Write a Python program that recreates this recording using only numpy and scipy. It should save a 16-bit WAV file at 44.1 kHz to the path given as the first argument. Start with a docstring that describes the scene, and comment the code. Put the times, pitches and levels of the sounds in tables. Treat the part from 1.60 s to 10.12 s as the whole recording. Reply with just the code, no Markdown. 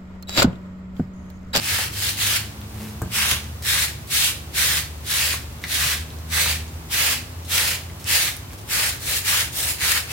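"""A stiff hand brush scrubs a wet, muddy mat in short strokes, on the paving of a walled yard.
Hundreds of bristles catch and flick free; pressed harder, they also drum on the mat.
The plastic back knocks now and then, a rubber boot scuffs and thuds down, and wet mud ticks.
Far off, a motorbike and a car pull away in the low rumble of traffic."""
import sys
import numpy as np
from scipy import signal
from scipy.fft import rfft, irfft
from scipy.io import wavfile
from scipy.ndimage import map_coordinates

SR = 44100
rng = np.random.default_rng(int(sys.argv[2]) if len(sys.argv) > 2 else 0)


def generate_wav(sig):
    """Save sig (samples, or channels by samples) to the path in sys.argv[1] as 16-bit PCM at SR."""
    pcm = np.round(np.clip(np.atleast_2d(sig).T, -1, 1) * 32767).astype(np.int16)
    wavfile.write(sys.argv[1], SR, pcm)


N = 375732
TIME = np.arange(N) / SR
FREQ = np.maximum(np.arange(N // 2 + 1) * SR / N, 1)

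# the tone of one bristle flicking free: frequency_hz, level_db
BRISTLE_TONE = [(200, -20.5), (350, -21), (520, -12), (800, -10), (1100, -10.5), (1600, -1.5), (2500, -1.5),
                (4000, 0.5), (5000, -1), (6200, -3.5), (7200, -3.5), (9800, -4), (12000, -6), (16000, -7.5)]


def undb(db):
    """Turn decibels into a number to multiply by."""
    return 10 ** (np.asarray(db) / 20)


def unit(x):
    """Scale a signal so that its average size (rms) is 1."""
    return x / np.sqrt(np.mean(x ** 2))


def curves(table):
    """Join a table's values with straight lines; its first column is the time."""
    times, *columns = np.transpose(table)
    return [np.interp(TIME, times, column) for column in columns]


def shape(x, gain):
    """Filter a sound: multiply each frequency by its own gain."""
    return irfft(rfft(x) * gain, N)


def colour(points):
    """Make a gain for every frequency from rows of frequency_hz, level_db."""
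    hz, db = np.transpose(points)
    return undb(np.interp(np.log(FREQ), np.log(hz), db))


def below(hz, order=4):
    """Gains that keep what lies under hz; a higher order cuts more sharply."""
    return 1 / (1 + (FREQ / hz) ** order)


def wander(rate_hz):
    """A smooth random wobble of average size 1, up to about rate_hz fast."""
    return unit(shape(rng.standard_normal(N), below(rate_hz)))


def clicks(per_s, spread_db):
    """Clicks of uneven size at random moments, scaled to rms 1."""
    size = rng.choice([-1, 1], N) * undb(spread_db * np.minimum(rng.standard_normal(N), 2))
    chance = per_s / SR
    return unit(size * (rng.random(N) < chance) / np.sqrt(chance))


def fade(t, fade_s):
    """Die away by 60 dB every fade_s seconds."""
    return np.exp(-np.log(1000) * t / fade_s)


def add(out, start_s, sound):
    """Mix a sound into out, beginning at start_s."""
    i = int(start_s * SR)
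    out[i:i + len(sound)] += sound[:N - i]


def delayed(x, ms):
    """Delay a sound by a time that can keep changing."""
    return map_coordinates(x, [np.arange(N) - ms * SR / 1000], order=3)


def yard(pair, tail_db, fade_s):
    """The walls add a short tail of echoes, different on the left and the right."""
    t, out = TIME[:SR // 2], []
    walls = below(14000, order=2) - below(190, order=2)
    for x in pair:
        tail = rng.standard_normal(len(t)) * fade(t, fade_s) * (t > .004)
        tail_tone = rfft(tail / np.linalg.norm(tail), N) * walls
        out.append(x + undb(tail_db) * shape(x, tail_tone))
    return np.array(out)


def traffic():
    """Distant traffic: a low rumble, alike in both ears, under a faint wide hiss."""
    # the tone of the traffic: frequency_hz, level_db
    rumble_tone = [(20, -3), (38, -30), (54, -1.5), (75, -0.5), (100, 0), (130, -3.5), (190, -14.5),
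                   (320, -14), (500, -19), (1000, -21.5), (1600, -26.5), (4000, -31.5), (10000, -35),
                   (16000, -34)]
    tone = colour(rumble_tone)
    width = 0.2 + 1.18 * (1 - below(550, order=2))
    middle = shape(rng.standard_normal(N), tone)
    side = shape(rng.standard_normal(N), tone * width)
    return np.array([middle + side, middle - side]) / np.std(middle) * undb(-37.5)


def engine(run):
    """A far engine changes speed, so its tones slide through the pitches at which the street rings."""
    # where the street rings: pitch_hz, width_hz, level_db
    street = [(73.3, 40, 1.5), (108.3, 49, -1.5), (146.3, 5.3, -4.5), (182.4, 22, -7), (215.2, 8.5, -0.5),
              (244.7, 12, -9.5)]
    firing_hz, level_db = curves(run)
    phase = 2 * np.pi * np.cumsum(firing_hz * (1 + 0.0082 * wander(12.2))) / SR
    out = 0
    for harmonic in (1, 2, 3):
        tone_hz = harmonic * firing_hz
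        gain = sum(undb(db) / (1 + (2 * (tone_hz - hz) / width) ** 2) for hz, width, db in street)
        flutter = undb(2.2 * wander(9))
        out = out + gain * np.sin(harmonic * phase) * flutter
    return out * undb(level_db)


def vehicles():
    """Two far engines hum: a motorbike fades out and a car pulls away."""
    # the motorbike's engine: time_s, firing_hz, level_db
    motorbike = [(0, 97.45, -38), (.7, 102.1, -36.5), (1.15, 107.1, -39), (1.6, 106.4, -41.5),
                 (2.3, 104.6, -51.5), (3.2, 102.7, -51.5), (4, 102, -64)]
    # the car's engine: time_s, firing_hz, level_db
    car = [(0, 75.9, -44), (1.3, 75, -44), (1.8, 77, -36.5), (2.6, 75.3, -43), (3.1, 75.1, -37.5),
           (3.6, 75.76, -41), (4.4, 77.06, -34.5), (5.04, 79.6, -33.5), (5.35, 80.2, -41), (6, 85.36, -37),
           (6.8, 85.3, -44), (8.3, 78.5, -43.5)]
    return engine(motorbike) + engine(car)


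def mud():
    """Flung drops and bursting mud bubbles tick on the paving, at six high pitches."""
    t, ticks = TIME[:SR // 50], 0
    for hz in np.geomspace(2500, 13000, num=6):
        tick = np.sin(2 * np.pi * hz * t) * fade(t, 8 / hz) * np.sqrt(hz)
        ticks = ticks + signal.fftconvolve(clicks(per_s=2.5, spread_db=4), tick)[:N]
    return undb(-61.5) * unit(ticks)


def scuffs():
    """Boots and clothes shift: a soft, grainy swish that swells and fades."""
    # each movement: middle_s, half_length_s, level_db
    moves = [(1.232, 0.092, -39.5), (4.04, 0.026, -38.5), (4.53, 0.055, -50), (6.42, 0.028, -43.5),
             (6.932, .022, -42.5)]
    # the tone of a scuff: frequency_hz, level_db
    scuff_tone = [(60, 0), (200, 15), (600, -5), (2000, -2), (6000, -8.5), (16000, -8)]
    swell = sum(undb(db) * np.exp(-((TIME - middle_s) / half_s) ** 2) for middle_s, half_s, db in moves)
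    return swell * unit(shape(clicks(2500, spread_db=6.5), colour(scuff_tone)))


def thuds():
    """A boot lands, or the brush presses into the mat, with a low, hollow thud."""
    # the tones in one thud: pitch_hz, level_db, fade_s
    thud_tones = [(114.3, 10, 0.095), (178, -6, 0.3), (263, -4.5, 0.165), (327, -6, 0.077),
                  (425, -7, 0.052), (620, -16, 0.18), (1443, -17, .06), (1560, -10, .07)]
    # each low thud, a boot landing or the brush pressing into the mat: start_s, level_db
    thud_list = [(1.421, -24.5), (1.46, -34), (1.722, -32)]
    out, t = np.zeros(N), TIME[:SR // 2]
    thud = sum(undb(db) * np.sin(2 * np.pi * hz * t) * fade(t, fade_s) for hz, db, fade_s in thud_tones)
    for start_s, level_db in thud_list:
        add(out, start_s, undb(level_db) * thud)
    return out


def knocks():
    """The brush strikes the mat or the paving: a clack that dies quickly."""
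    # from dull clacks to light wet taps: start_s, level_db, pitch_hz, fade_s
    hits = [(.187, -30, 736, 0.062), (1.417, -29.5, 900, 0.032), (1.419, -34.5, 11000, .025),
            (1.652, -27, 1340, .054), (1.719, -39, 2000, 0.055), (3.74, -29, 885, 0.059),
            (4.039, -25, 2220, 0.029), (4.042, -35.5, 4790, 0.017), (4.504, -42, 3310, .06),
            (4.587, -46, 5520, 0.038), (4.86, -29.5, 906, .052), (5.74, -49, 3360, 0.026),
            (6.299, -44, 2810, 0.035), (6.443, -35, 7000, .008), (6.767, -34.5, 12060, 0.024)]
    out, t = np.zeros(N), TIME[:SR // 4]
    for start_s, level_db, hz, fade_s in hits:
        band = signal.butter(2, [hz * 0.63, min(hz * 1.32, SR / 2 - 1)], "band", fs=SR, output="sos")
        contact = rng.standard_normal(len(t)) * (fade(t, fade_s) + 4.4 * fade(t, 0.0073))
        clack = signal.sosfilt(band, contact) + 0.023 * contact
        add(out, start_s, undb(level_db) * clack / np.std(clack[:SR // 200]))  # level of the first 5 ms
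    return out


def touches():
    """The wet bristles land all together in a brief, soft splash."""
    # each light landing: start_s, level_db
    landings = [(1.28, -44), (2.023, -34), (2.473, -40), (5.848, -40.5), (6.398, -41), (6.98, -43.5)]
    splashes = sum(undb(db) * fade(np.maximum(TIME - start_s, 0), fade_s=0.14) * (TIME >= start_s)
                   for start_s, db in landings)
    tone = colour(BRISTLE_TONE) * (1 - below(2200, order=2))
    return splashes * unit(shape(clicks(9000, spread_db=1), tone))


def snags():
    """The bristles snag in the wet mat; returns the brief surges of their rasp, in dB."""
    # each snag: middle_s, boost_db
    surges = [(1.716, 5), (2.655, -0.5), (4.789, -0.5), (5.98, 3), (6.114, 1), (6.555, 2.5), (8.32, 4)]
    return sum(db * np.exp(-((TIME - middle_s) / 0.0053) ** 2) for middle_s, db in surges)


def strokes():
    """Each stroke grips, swells and lifts off; the loudest at any moment sets the level and tone."""
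    # each stroke: start_s, rise_s, length_s, level_db, sag_db, swell_db,
    # mat_db, grit_db, tips_db (these three turn the drum, scrape and hiss up or down), tuft_hz
    stroke_list = [ (-.04, 0.086, 0.28, -24.5, 2, 2.5, -24, -8, -3.5, 2498),
                   (0.281, 0.097, 0.21, -26.5, 0, -1.5, -25, -13.5, -1.5, 3880),
                   (.543, 0.048, 0.22, -23.5, 1.5, -1, -25.5, -10, -3.5, 3006),
                   (1.502, .028, .228, -24, -1.5, 0, -26, -6, -4, 2533),
                   (2.027, 0.031, .215, -23, 1, 1, -25.5, -10.5, -3, 2947),
                   (2.485, .03, 0.19, -23, -2, 0, -30, -13, -2, 3423),
                   (2.927, 0.032, 0.25, -22.5, 3, .5, -24, -12.5, -3, 2830),
                   (3.436, .052, 0.29, -24.5, 1, 1.5, -24.5, -10, -2.5, 2880),
                   (4.055, .055, 0.28, -24, 2, .5, -23.5, -10, -3.5, 2930),
                   (4.688, 0.035, 0.24, -24, 0, 2, -20, -10, -3.2, 2937),
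                   (5.292, 0.026, 0.24, -23.5, -0.5, 2, -21.5, -9, -2.5, 2686),
                   (5.876, .038, 0.26, -23.5, 6, 1.5, -19.5, -8, -2.5, 2856),
                   (6.45, .036, 0.24, -22.5, 7, 3, -22, -10.5, -2.5, 2854),
                   (7.072, .032, 0.22, -25, 0, 1, -21, -5.5, -1.5, 2730),
                   (7.365, .105, .203, -26.5, -2, 1, -21, -11.5, 1, 3380),
                   (7.618, 0.038, 0.19, -23, -0.5, 1, -25.5, -7.5, -2, 2624),
                   (7.895, .06, 0.22, -29.5, 0.5, 0.5, -18, -8.5, 3.5, 3560),
                   (8.163, 0.048, 0.22, -23, 1, 2.5, -24, -7.5, -3.5, 2402),
                   (8.441, 0.074, .2, -27.5, -1, 0.5, -18, -6, -3.5, 2604)]
    lift_db_per_s, grip_softness = 210, .34
    loudest = None
    for start_s, rise_s, length_s, db, sag_db, swell_db, mat_db, grit_db, tips_db, tuft_hz in stroke_list:
        t = TIME - start_s
        progress = np.clip(t / length_s, 0, 1)
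        bend = progress - .5  # the bristles bend over and sound lower as the stroke goes on
        press = np.sin(np.pi * progress) - np.pi / 4  # the arm presses hardest halfway
        grip_db = -20 / np.log(10) * np.logaddexp(0, (1 - t / rise_s) / grip_softness)
        lift_db = -lift_db_per_s * np.maximum(t - length_s, 0)
        rasp_db = db + grip_db + swell_db * press - sag_db * bend + lift_db
        stroke = np.array([rasp_db,
                           mat_db + 8.5 * bend + 4 * press,
                           grit_db + 1.5 * bend + press,
                           tips_db - bend + 0.05 * np.maximum(lift_db, -30),  # the hiss dies a bit sooner
                           tuft_hz * 2 ** (-0.2 * bend)])
        loudest = stroke if loudest is None else np.where(rasp_db > loudest[0], stroke, loudest)
    return loudest


def bristles(speed, mat_db, grit_db, tips_db, tuft_hz):
    """Bristles catch and flick free, more often at speed; they drum on the mat and drag grit."""
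    # where the plastic back rings: pitch_hz, width_hz, level_db
    back_tones = [(1200, 140, -2), (1630, 450, -9.5), (1850, 650, 0), (2580, 89, -1)]
    flicks = clicks(1200 + 15000 * speed, spread_db=2.5)
    tone = colour(BRISTLE_TONE)
    tone = tone / np.sqrt(np.mean(tone ** 2 * (FREQ > 1300) * (FREQ < 7000)))
    # split the flicks into four bands, from low to high
    mat, grit, body = below(870, order=10), below(1500, order=10), below(6500, order=5)
    drum = shape(flicks, tone * mat) * undb(mat_db + 24)
    scrape = shape(flicks, tone * (grit - mat)) * undb(grit_db + 11.5)
    rasp = shape(flicks, tone * (body - grit))
    hiss = shape(flicks, tone * (1 - body)) * undb(tips_db + 4 + wander(27))
    hiss *= speed ** 0.028  # slow bristles sound duller
    # the roots of the bristles shake the plastic back
    plastic = sum(undb(db) / (1 + 2j * (FREQ - hz) / width) for hz, width, db in back_tones) * (1 - mat)
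    back_db = 0.76 * grit_db - 5.5 + 4.5 * wander(9)
    back = unit(shape(clicks(4000, spread_db=5), plastic)) * undb(back_db)
    # bent tufts ring roughly around a wavering pitch
    pitch_hz = tuft_hz * (1 + .08 * wander(18))
    roughness = unit(shape(clicks(3000, spread_db=5.5), below(1020)))
    ring = roughness * np.sin(2 * np.pi * np.cumsum(pitch_hz) / SR)
    return undb(-1.38) * (drum + scrape + rasp + hiss) + back + undb(-4.5) * ring


def close_echoes(x, paving_ms=0.467, paving_db=-9.5, boot_ms=2.2, boot_db=-12.5):
    """Echoes off the paving and boots; their paths waver as the arm swings, so the tone shifts."""
    off_paving = undb(paving_db) * delayed(x, paving_ms * (1 + 0.2 * wander(2.54)))
    off_boots = undb(boot_db) * delayed(x, boot_ms * (1 + 0.103 * wander(2.1)))
    return (x + off_paving + off_boots) / np.sqrt(1 + undb(paving_db) ** 2 + undb(boot_db) ** 2)


def brush():
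    """The brush scrubs to and fro, heard directly and glancing off the paving and boots."""
    # where the brush is on the mat, given as how late it is heard on the left: time_s, lag_ms
    places = [(.5, -0.044), (1.65, -.1), (2.6, -.11), (4.2, 0.012), (5.45, .066), (7.5, -0.13),
              (8.3, -0.099)]
    stroke_db, *stroke_tone = strokes()
    speed = undb(stroke_db - stroke_db.max())
    lag_ms, = curves(places)
    pan_db = -0.36 - 3 * lag_ms  # left minus right
    # the bristles move about, so every path carries a different mix of flicks
    direct, *glancing = (bristles(speed, *stroke_tone) for path in range(3))
    glancing = np.array([close_echoes(x) for x in glancing])
    pair = undb(-6) * np.array([delayed(direct, lag_ms), direct]) + undb(1.5) * glancing
    judder_db = 0.15 * wander(73) + 0.67 * wander(30)  # whole tufts stick and let go together
    return pair * undb(stroke_db + snags() + judder_db + np.array([pan_db, -pan_db]) / 2)


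def scene():
    """Scrubbing, taps, thuds and scuffs echo in the yard, over the distant traffic."""
    scrub = yard(brush(), tail_db=-12, fade_s=0.51)
    taps = knocks() + touches() + mud()
    bumps = thuds() + scuffs()
    taps = yard([taps, taps], tail_db=-0.5, fade_s=0.18)
    bumps = yard([bumps, bumps], tail_db=-4, fade_s=0.08)
    return scrub + taps + bumps + vehicles() + traffic()


def record(dry):
    """Two close microphones hear low sounds much alike; the deepest bass and highest treble are cut."""
    middle, side = (dry[0] + dry[1]) / 2, (dry[0] - dry[1]) / 2
    side = shape(side, 1 - 0.27 * below(1700, order=2))
    bass_cut, treble_cut = 1 - 0.95 * below(41, order=14), below(16000, order=300)
    return shape(np.array([middle + side, middle - side]), bass_cut * treble_cut)


dry = scene()
out = record(dry)
generate_wav(out)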